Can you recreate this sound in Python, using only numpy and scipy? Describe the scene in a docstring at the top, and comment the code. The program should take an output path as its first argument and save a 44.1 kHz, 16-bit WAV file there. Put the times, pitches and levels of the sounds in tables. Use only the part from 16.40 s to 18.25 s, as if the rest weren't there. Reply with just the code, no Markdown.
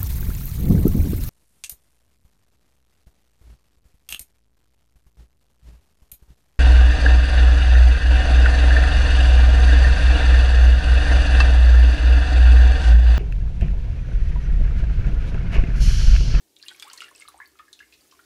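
"""A short splash, then single drips: water runs off a hand lifted out of a full bath.
Drops slap the surface and trap air bubbles that ring, many gliding up or down in pitch.
Tiny bubbles fizz in the run-off and the bath water sloshes softly.
The tub and the tiled room answer, over a faint hum and hiss."""
import sys
import numpy as np
from scipy import signal
from scipy.fft import rfft, irfft, next_fast_len
from scipy.io import wavfile

SR = 44100
rng = np.random.default_rng(int(sys.argv[2]) if len(sys.argv) > 2 else 0)


def persist_wave(psi):
    """Save psi, clipped to +-1, as 16-bit WAV."""
    counts = np.round(np.clip(psi, -1, 1) * 32767).astype(np.int16)
    wavfile.write(sys.argv[1], SR, np.atleast_2d(counts).T)


N = 81585


def amp(db):
    """Decibels to gain."""
    return 10 ** (np.asarray(db) / 20)


def unit(x):
    """Scale to rms 1."""
    return x / np.sqrt(np.mean(x ** 2) + 1e-20)


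def along(points, hz):
    """Read (f/Hz, value) points on a log frequency axis."""
    f, values = np.transpose(points)
    return np.interp(np.log(hz + 1), np.log(f + 1), values)


def curve(points):
    """Join (t/s, value) points into an envelope, one value per sample."""
    return np.interp(np.arange(N) / SR, *np.transpose(points))


def filtered(x, response):
    """Shape x with a gain that is a function of frequency."""
    size = next_fast_len(len(x) + 8192)
    return irfft(rfft(x, size) * response(np.fft.rfftfreq(size, 1 / SR)), size)[:len(x)]


def bandpass(x, hz, octaves):
    """Keep so many octaves to each side of a centre frequency."""
    edges = np.clip([hz / 2 ** octaves, hz * 2 ** octaves], 100, 20000)
    return signal.lfilter(*signal.butter(2, edges, "bandpass", fs=SR), x)


def noise(response):
    """Coloured noise of rms 1."""
    return unit(filtered(rng.standard_normal(N), response))


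def add(track, s, sound):
    """Mix a sound into the track at time s."""
    start = int(np.clip(round(s * SR), 0, N - 1))
    track[start:start + len(sound)] += sound[:N - start]


def room_tone():
    """A bed of faint hiss and three narrow bands of hum; the hiss and the lowest band swell."""
    hiss_spectrum = [(25, -24), (60, -5), (110, -3), (190, -6), (270, -0.5), (420, 0), (540, -5), (900, -8),
                     (1400, -26.5), (3000, -11), (6000, -9), (12000, -11), (15500, -14)]  # colour of the room air: f/Hz, level/dB
    hiss_swell = [(0, 0.5), (1.3, 0.5), (1.62, 3.5), (1.85, 2.5)]  # hiss envelope: t/s, level/dB
    hum_bands = [(68.4, 22, -74.5), (313.2, 29, -76), (381.6, 40, -76.5)]  # low drone: f/Hz, width/Hz, level/dB
    hum_swell = [(0, -17), (.6, -9.5), (.85, 0), (1.85, -3.5)]  # envelope of the lowest band: t/s, level/dB
    hiss = amp(curve(hiss_swell) - 66.5) * noise(lambda hz: amp(along(hiss_spectrum, hz)))
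    lowest, *upper = [amp(db) * noise(lambda hz: 1 / (1 + (2 * (hz - centre) / width) ** 2))
                      for centre, width, db in hum_bands]
    return hiss + lowest * amp(curve(hum_swell)) + sum(upper)


def bubble(hz, decay_cycles, glide=0):
    """Trapped air rings as a damped sine, gliding (octaves/s) as it moves under the surface."""
    t = np.arange(int(SR * min(.1, 7 * decay_cycles / hz))) / SR
    cycles = np.cumsum(hz * 2 ** (glide * t)) / SR
    attack = 1 - np.exp(-cycles / .45)
    return np.sin(2 * np.pi * cycles) * attack * np.exp(-cycles / decay_cycles)


def run_off():
    """Water leaving the hand: a soft wash and a cloud of tiny bubbles, both riding the flow."""
    flow = [(0, -21.5), (.15, -24.5), (.27, -4), (.37, -3.5), (.44, -1.5), (.64, -1.5), (.72, -7.5),
            (.88, -8), (1.1, -16), (1.4, -16.5), (1.85, -14.5)]  # envelope of the run-off: t/s, level/dB
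    grains = [(913, -53.5, 1885, 2.22), (588, -50, 4000, 2.8), (165, -41, 8970, 3.1)]  # gurgle, fizz, crackle: rate/(1/s), level/dB, f/Hz, decay/cycles
    wash_spectrum = [(100, -48), (350, 5.5), (600, -9.5), (1200, -11), (2200, -2.5), (3500, -18.5),
                     (6000, -10.5), (15000, -14)]  # the sheet of water running back: f/Hz, level/dB
    pitch_spread, scatter_db, wash_db = .3, 3.8, -61.5
    fizz = np.zeros(N)
    for per_s, db, hz, decay_cycles in grains:
        count = int(per_s * N / SR)
        onsets = rng.random(count) * N / SR
        scatter = np.clip(rng.standard_normal((count, 2)), -2, 2)
        for s, (detune, strength) in zip(onsets, scatter):
            grain = bubble(hz * np.exp(pitch_spread * detune), decay_cycles)
            add(fizz, s, amp(db + scatter_db * strength) * grain)
    wash = amp(wash_db) * noise(lambda hz: amp(along(wash_spectrum, hz)))
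    return amp(curve(flow)) * (fizz + wash)


def slaps():
    """Drops hit the surface: each is a sharp tick with a little duller spray behind it."""
    impacts = [ (0.163, -39.5, -77, 7600), (0.1873, -41, -61, 6540), (0.2272, -50, -66, 6200),
               (0.258, -48, -58, 9900), (0.28, -37, -63, 9000), (0.2837, -24.5, -53, 7200),
               (.335, -44, -62, 6000), (.3982, -24.5, -55, 6600), (0.4245, -24, -57, 10200),
               (0.4245, -25, -43.5, 4300), (0.5329, -22.5, -44.5, 7160), (0.5781, -39, -48.5, 5100),
               (0.6052, -30, -56, 7600), (0.6119, -35, -44.5, 6450), (0.6192, -26.5, -50, 3300),
               (0.637, -35, -50.5, 5900), (0.6833, -37.5, -73, 3750), (0.7801, -36, -81, 4600),
               (0.8074, -41, -48, 3440), (0.815, -36, -55.5, 5600), (0.886, -42, -50, 10200),
               (1.076, -36, -70, 13000), (1.189, -46, -52, 2930), (1.3295, -30.5, -53, 7200),
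               (1.391, -50, -50, 4130), (1.5247, -40, -55.5, 3750), (1.536, -50, -53.5, 3730),
               (1.712, -52, -55.5, 4650), (1.792, -67, -61, 1950)]  # drops landing: t/s, tick level/dB, spray level/dB, tick f/Hz
    tick_decay_s, tick_trim_db = .00015, -3
    spray_decay_s, spray_trim_db = .0073, 2
    out, t = np.zeros(N), np.arange(SR // 16) / SR
    for s, tick_db, spray_db, hz in impacts:
        pulse = np.exp(-t / tick_decay_s) * np.cos(2 * np.pi * hz * t)
        tick = bandpass(pulse, hz, octaves=.9)
        add(out, s, amp(tick_db + tick_trim_db) * tick / np.abs(tick).max())
        patter = rng.standard_normal(len(t)) ** 3  # cubing makes the noise spiky
        spray = unit(bandpass(patter, .84 * hz, octaves=.65)) * np.exp(-t / spray_decay_s)
        add(out, s, amp(spray_db + spray_trim_db) * spray)
    return out


def plinks():
    """Single bubbles plink and plop; each radiates little below its own pitch."""
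    bubbles = [ (0.1657, 3670, -34.5, 2.4, -2), (0.1983, 2720, -48.5, 6.2, 0), (0.216, 4050, -47.5, 11, 9),
               (0.2272, 4460, -25.5, 2.2, -20), (0.2356, 1656, -48, 15, 11.5), (.254, 10000, -41, 5.3, -2),
               (0.263, 2810, -42, 14, 0), (0.2835, 3870, -19, 1.78, -19), (0.2855, 3240, -31, 6.4, -11),
               (0.302, 3370, -39, 8, -12), (0.3118, 1464, -45, 14, 6.5), (0.314, 1880, -45, 4, 4),
               (.314, 880, -51, 5.7, 0), (0.3464, 2390, -44, 5.5, -8), (0.3983, 3370, -35, 5.7, -6),
               (0.4242, 1580, -28, 0.87, -2), (0.4245, 3450, -34, 12, 5), (0.4263, 2310, -42, 10, 0),
               (0.4443, 8360, -39, 5.5, 9), (.448, 777, -50, 8, 15), (0.466, 1022, -45.5, 25, 16),
               (.5003, 4530, -28, 2, 0), (0.501, 1406, -44, 3.7, -28), (.5102, 919, -47.5, 6.5, -2.5),
               (0.5143, 3060, -35, 3.5, -7), (.5335, 9100, -38, 3.1, -4), (0.5349, 1060, -45, 6, -6.5),
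               (0.5763, 4210, -34.5, 10, 7), (0.583, 1910, -43.5, 6, 2), (0.6055, 2810, -24, 3.04, -11),
               (0.6195, 1374, -33, 9.5, 3.5), (.6214, 2130, -36.5, 7, 8), (0.6425, 2774, -36, 7.7, -8),
               (0.6826, 1740, -43.5, 6.3, -2), (0.7129, 1072, -44.5, 4, 4), (0.7502, 5400, -38.5, 3.4, -8),
               (.753, 2585, -45.5, 8.7, 7), (0.7606, 8030, -37, 7.1, 21), (0.7996, 8500, -37.5, 16, -8),
               (0.8213, 2206, -35, 4.1, -15), (0.8518, 1230, -47.5, 5.9, 12), (.8785, 3930, -32.5, 3.4, 6),
               (0.8847, 10040, -33, 7.4, -9), (0.8842, 1210, -35.5, 3.2, -18), (0.9432, 768, -37, 1.47, 5),
               (0.959, 860, -53.5, 9.1, 8.5), (.978, 8500, -42.5, 6.9, -9), (0.988, 1180, -48.5, 5.6, 1),
               (1.001, 1064, -35.5, 3.7, 6), (1.0021, 1683, -34.5, 14.4, 7), (1.016, 1980, -43.5, 22, 12),
               (1.058, 4330, -43, 5.9, 23), (1.155, 1305, -54, 9.8, -3.5), (1.195, 1218, -41, 11.7, 2.5),
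               (1.194, 1760, -49.5, 13, 3), (1.281, 1780, -47.5, 6.2, -18), (1.3297, 4100, -36, 5.5, 2),
               (1.332, 3650, -38.5, 7.9, 10), (1.391, 2810, -44.5, 9.8, -12), (1.4038, 1657, -38.5, 5.2, 3),
               (1.427, 2070, -46.5, 8, 8), (1.5253, 2566, -44.5, 9.7, -4.5), (1.609, 4660, -50.5, 7.7, 4),
               (1.712, 5330, -49.5, 8.9, -9), (1.7242, 1106, -48, 9.8, -5.5), (1.792, 1370, -47, 8.2, 9)]  # trapped air: t/s, f/Hz, level/dB, decay/cycles, glide/(octaves/s)
    out, trim_db = np.zeros(N), 1.5
    for s, hz, db, decay_cycles, glide in bubbles:
        low_cut = signal.butter(2, .55 * hz, "highpass", fs=SR)
        ring = signal.lfilter(*low_cut, bubble(hz, decay_cycles, glide))
        add(out, s, amp(db + trim_db) * ring)
    return out


def slosh():
    """A soft, low wash of the bath water swaying after the hand has left it."""
    swell = [(.25, -89), (.72, -67.5), (1.2, -93)]  # envelope of the swaying water: t/s, level/dB
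    return amp(curve(swell)) * unit(bandpass(rng.standard_normal(N), hz=505, octaves=.57))


def bathroom(x):
    """Add quick echoes off the tub's sides and the tiled room's tail; both differ from spot to spot."""
    room_t60 = [(300, 0.21), (1500, 0.24), (5000, 0.26), (14000, 0.19)]  # reverb time of the room: f/Hz, T60/s
    room_send = [(0, -0.5), (.9, 1.5), (1.4, 5), (1.85, 4)]  # more tail sets the late drips farther off: t/s, level/dB
    tub_db, tub_t60_s, tub_delay_s = -3.5, .051, .0017
    room_db, room_delay_s = curve(room_send) - 9, .006
    echoes, t, step = np.zeros(N), np.arange(SR // 2) / SR, SR // 10
    for start in range(0, N, step):  # a fresh echo pattern every 0.1 s
        tub = rng.standard_normal(len(t)) * amp(-60 * t / tub_t60_s) * (t > tub_delay_s)
        hz, age, spectrum = signal.stft(rng.standard_normal(len(t)), SR, nperseg=256)
        decay = amp(-60 * age / along(room_t60, hz)[:, None])
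        _, tail = signal.istft(spectrum * decay, SR, nperseg=256)
        room = tail[:len(t)] * (t > room_delay_s)
        response = amp(tub_db) * tub / np.linalg.norm(tub)
        response += amp(room_db[start]) * room / np.linalg.norm(room)
        add(echoes, start / SR, signal.fftconvolve(x[start:start + step], response))
    high_cut = signal.butter(1, 8600, fs=SR)  # echoes are duller than the direct sound
    return x + signal.lfilter(*high_cut, echoes)


def scene():
    """Splash and drips in the bathroom, with slosh and room tone underneath, in mono."""
    low_cut = signal.butter(2, 240, "highpass", fs=SR)  # small drops radiate little bass
    water = signal.lfilter(*low_cut, plinks() + slaps() + run_off())
    return (bathroom(water) + slosh() + room_tone())[None]


def record(dry):
    """A brick-wall high cut on the whole mix."""
    top_hz = 15650
    return np.array([filtered(channel, lambda hz: hz < top_hz) for channel in dry])


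dry = scene()
out = record(dry)
persist_wave(out)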